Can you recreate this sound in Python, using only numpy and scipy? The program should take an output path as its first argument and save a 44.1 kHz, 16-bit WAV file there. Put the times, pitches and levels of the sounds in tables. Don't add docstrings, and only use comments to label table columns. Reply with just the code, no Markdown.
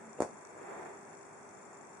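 import sys
import numpy as np
from scipy import signal
from scipy.fft import rfft, irfft, next_fast_len
from scipy.io import wavfile
from scipy.ndimage import map_coordinates

SR = 44100
rng = np.random.default_rng(int(sys.argv[2]) if len(sys.argv) > 2 else 0)


def master(y):
    cut = np.clip(np.atleast_2d(y).T, -1, 1)
    pcm = np.round(cut * 32767)
    wavfile.write(sys.argv[1], SR, pcm.astype(np.int16))


N = 88200

# centre_hz, width_hz, lift_db
ROOM_MODES = [(228, 42, 4.5), (413, 87, 2.5), (756, 220, 2.5), (930, 23, 0.5)]


def amp(db):
    return 10 ** (np.asarray(db) / 20)


def unit(x):
    return x / np.sqrt(np.mean(x ** 2) + 1e-20)


def along(points, hz):
    freq_hz, values = np.transpose(points)
    return np.interp(np.log(hz + 1), np.log(freq_hz + 1), values)


def bumps(rows, hz):
    return sum(db * np.exp(-((hz - centre) / width) ** 2) for centre, width, db in rows)


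def pan(db):
    return amp(np.array([[db], [-db]]))


def wobble(rate_hz):
    knots = rng.standard_normal(int(N * rate_hz / SR) + 4)
    return map_coordinates(knots, [np.arange(N) * rate_hz / SR])


def filtered(x, response):
    n = x.shape[-1]
    size = next_fast_len(n + SR // 2)
    return irfft(rfft(x, size) * response(np.fft.rfftfreq(size, 1 / SR)), size)[..., :n]


def diffuse(colour_db):
    # freq_hz, correlation
    coherence = [(30, 0.56), (120, 0.75), (500, 0.38), (1000, 0.27), (2000, 0.05), (8000, 0.017)]

    def mid_side_gains(hz):
        angle = np.arccos(np.clip(along(coherence, hz), -1, 1)) / 2
        return amp(colour_db(hz)) * [np.cos(angle), np.sin(angle)]

    mid, side = filtered(rng.standard_normal((2, N)), mid_side_gains)
    return unit(np.array([mid + side, mid - side]))


def rub(envelope, spectrum):
    time_s, db = np.transpose(envelope)
    level_db = np.interp(np.arange(N) / SR, time_s, db, left=-120, right=-120)
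    grain_db = wobble(rate_hz=69.7)
    return amp(level_db + grain_db) * diffuse(lambda hz: along(spectrum, hz) + bumps(ROOM_MODES, hz))


def cloth_pull():
    # time_s, level_db
    envelope = [(0, -54.5), (.17, -66), (.188, -45), (.21, -58), (.34, -61), (.45, -90)]
    # freq_hz, gain_db
    spectrum = [(80, -37), (170, -31), (225, 2), (290, -24), (500, -9.5), (1000, -23), (3000, -30),
                (8000, -70)]
    return rub(envelope, spectrum)


def background():
    # freq_hz, gain_db
    air_spectrum = [(25, -16), (55, -9), (90, -11), (150, 0), (230, -3.5), (300, -2), (450, -2),
                    (720, -1.5), (1050, -0.5), (1500, -5), (2300, -10.5), (3000, -25.5), (3600, -25.5),
                    (5000, -51)]
    # freq_hz, gain_db
    hiss_spectrum = [(2500, -37), (3500, -25.5), (4600, -7.5), (5800, -1.5), (7500, 2.5), (9500, -3.5),
                     (10500, -7), (11400, -31.5)]
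    air = amp(-53.5) * diffuse(lambda hz: along(air_spectrum, hz) + bumps(ROOM_MODES, hz))
    hiss = amp(-66) * diffuse(lambda hz: along(hiss_spectrum, hz))
    return (air + hiss) * pan(0.4)


def hum():
    # pitch_hz, level_db
    tones = [(100, -78.5), (300, -75.5), (350, -70), (400, -64.5), (667, -73), (1000, -73)]
    t = np.arange(N) / SR
    return sum(amp(db) * unit(np.sin(2 * np.pi * (hz * t + rng.random()))) for hz, db in tones)


def camera_whine():
    # freq_hz, gain_db
    tick_spectrum = [(2000, -32), (3500, -24.5), (6000, 19), (8000, 14), (11000, -38.5)]
    start_s, slot_s, edge_s, tick_t60_s = 0.0115, 0.02, 0.0018, 0.0058
    busy_share, right_db = 0.61, -14.5
    t = np.arange(N) / SR
    slot, phase = np.divmod((t - start_s) / slot_s + 2, 1)
    slot = slot.astype(int)
    slot_count = slot[-1] + 1
    busy = (rng.random(slot_count) < busy_share)[slot]
    gate = (slot % 2 == 0) * np.minimum(np.minimum(phase, 1 - phase) * slot_s / edge_s, 1)
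    tone = lambda hz, db: amp(db) * unit(np.sin(2 * np.pi * hz * t))
    whine = gate * np.where(busy, tone(hz=7187, db=-58), tone(hz=7760, db=-66))
    tick_db = -51 + rng.uniform(-4, 4, slot_count)[slot]
    tick_envelope = amp(tick_db - 60 * phase * slot_s / tick_t60_s)
    ticks = tick_envelope * diffuse(lambda hz: along(tick_spectrum, hz))[0]
    return (whine + ticks) * np.array([[1], [-amp(right_db)]])


def knocks(blows):
    # freq_hz, gain_db
    click_spectrum = [(300, -26), (1500, 2), (2500, -0.5), (3300, -16.5), (4400, -7), (5800, 3.5),
                      (8500, 1), (11000, -11), (13000, -49)]
    slack_hz, taut_extra_hz, slacken_s = 391, 476, 0.00086
    crest_s, sharpness, click_delay_s = 0.0012, 2.41, 0.00052
    fizz_db, fizz_t60_s = -13, 0.024
    colour_db = lambda hz: along(click_spectrum, hz)
    out = np.zeros((2, N))
    for start_s, level_db, click_db in blows:
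        t = np.maximum(np.arange(N) / SR - start_s, 0)
        cycles = slack_hz * t + taut_extra_hz * slacken_s * (1 - np.exp(-t / slacken_s))
        envelope = (t / crest_s * np.exp(1 - t / crest_s)) ** sharpness
        thud = envelope * np.sin(2 * np.pi * cycles)
        impulse = signal.unit_impulse(N, round((start_s + click_delay_s) * SR))
        click = filtered(impulse, lambda hz: amp(colour_db(hz)))
        fizz = (t > 0) * amp(fizz_db - 60 * t / fizz_t60_s) * diffuse(colour_db)
        out += amp(level_db) * (thud + amp(click_db) * (click / click.max() + fizz))
    return out * pan(0.5)


def elastic_snaps():
    # start_s, level_db, click_re_thud_db
    blows = [(.1905, -31.5, -26), (.2041, -14.5, -12), (.2209, -16.5, -9), (.2416, -43, -18),
             (.2482, -32, -22)]
    return knocks(blows)


def room(x):
    # delay_s, gain_db
    reflections = [(.0031, -17.5), (.0037, -17), (0.0126, -24), (0.0218, -26), (0.0286, -22)]
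    # freq_hz, t60_s
    decay = [(150, 0.23), (500, 0.21), (2000, 0.13), (8000, 0.24)]
    # freq_hz, gain_db
    spectrum = [(80, -1.5), (200, -10), (500, -6.5), (1000, 5.5), (2000, 6.5), (7000, 0)]
    delay_s, build_s = 0.00365, 0.00067
    white = diffuse(np.zeros_like)[:, :SR // 2]
    band_hz, frame_s, bands = signal.stft(white, SR, nperseg=256)
    bands = bands * amp(-60 * frame_s / along(decay, band_hz)[:, None])
    _, tail = signal.istft(bands, SR, nperseg=256)
    tail = filtered(tail / np.linalg.norm(tail[0]), lambda hz: amp(along(spectrum, hz)))
    age_s = np.maximum(np.arange(tail.shape[1]) / SR - delay_s, 0)
    tail *= 1 - np.exp(-age_s / build_s)
    late = signal.fftconvolve(x, tail, axes=1)[:, :N]
    early = filtered(x, lambda hz: sum(amp(db) * np.exp(-2j * np.pi * hz * s) for s, db in reflections))
    return x + early + amp(-2.5) * late


def paw_tap():
    # start_s, level_db, click_re_thud_db
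    blows = [(.5676, -39, -22)]
    return knocks(blows)


def cat_shift():
    # time_s, relative_level_db
    envelope = [(0.35, -71), (0.364, -66), (0.712, -45), (0.866, -46), (1.044, -61), (1.144, -53.5),
                (1.15, -59)]
    # freq_hz, gain_db
    spectrum = [(60, -19), (150, -15.5), (270, -13), (360, 2.5), (460, -6), (830, -3), (1200, -8),
                (2000, -11.5), (3000, -26.5), (5000, -38), (11000, -37)]
    return amp(-0.5) * rub(envelope, spectrum)


def scene():
    rubbing = cloth_pull() + cat_shift()
    return room(elastic_snaps() + paw_tap()) + rubbing + background() + hum() + camera_whine()


def record(dry):
    # centre_hz, width_hz, gain_db
    notches = [(3009, 157, -15), (4003, 177, -13), (4957, 224, -9.5)]
    low_cut_hz, top_hz = 94, 11400
    low_cut = signal.butter(2, low_cut_hz, "highpass", fs=SR, output="sos")
    return filtered(signal.sosfilt(low_cut, dry), lambda hz: amp(bumps(notches, hz)) * (hz < top_hz))


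dry = scene()
out = record(dry)
master(out)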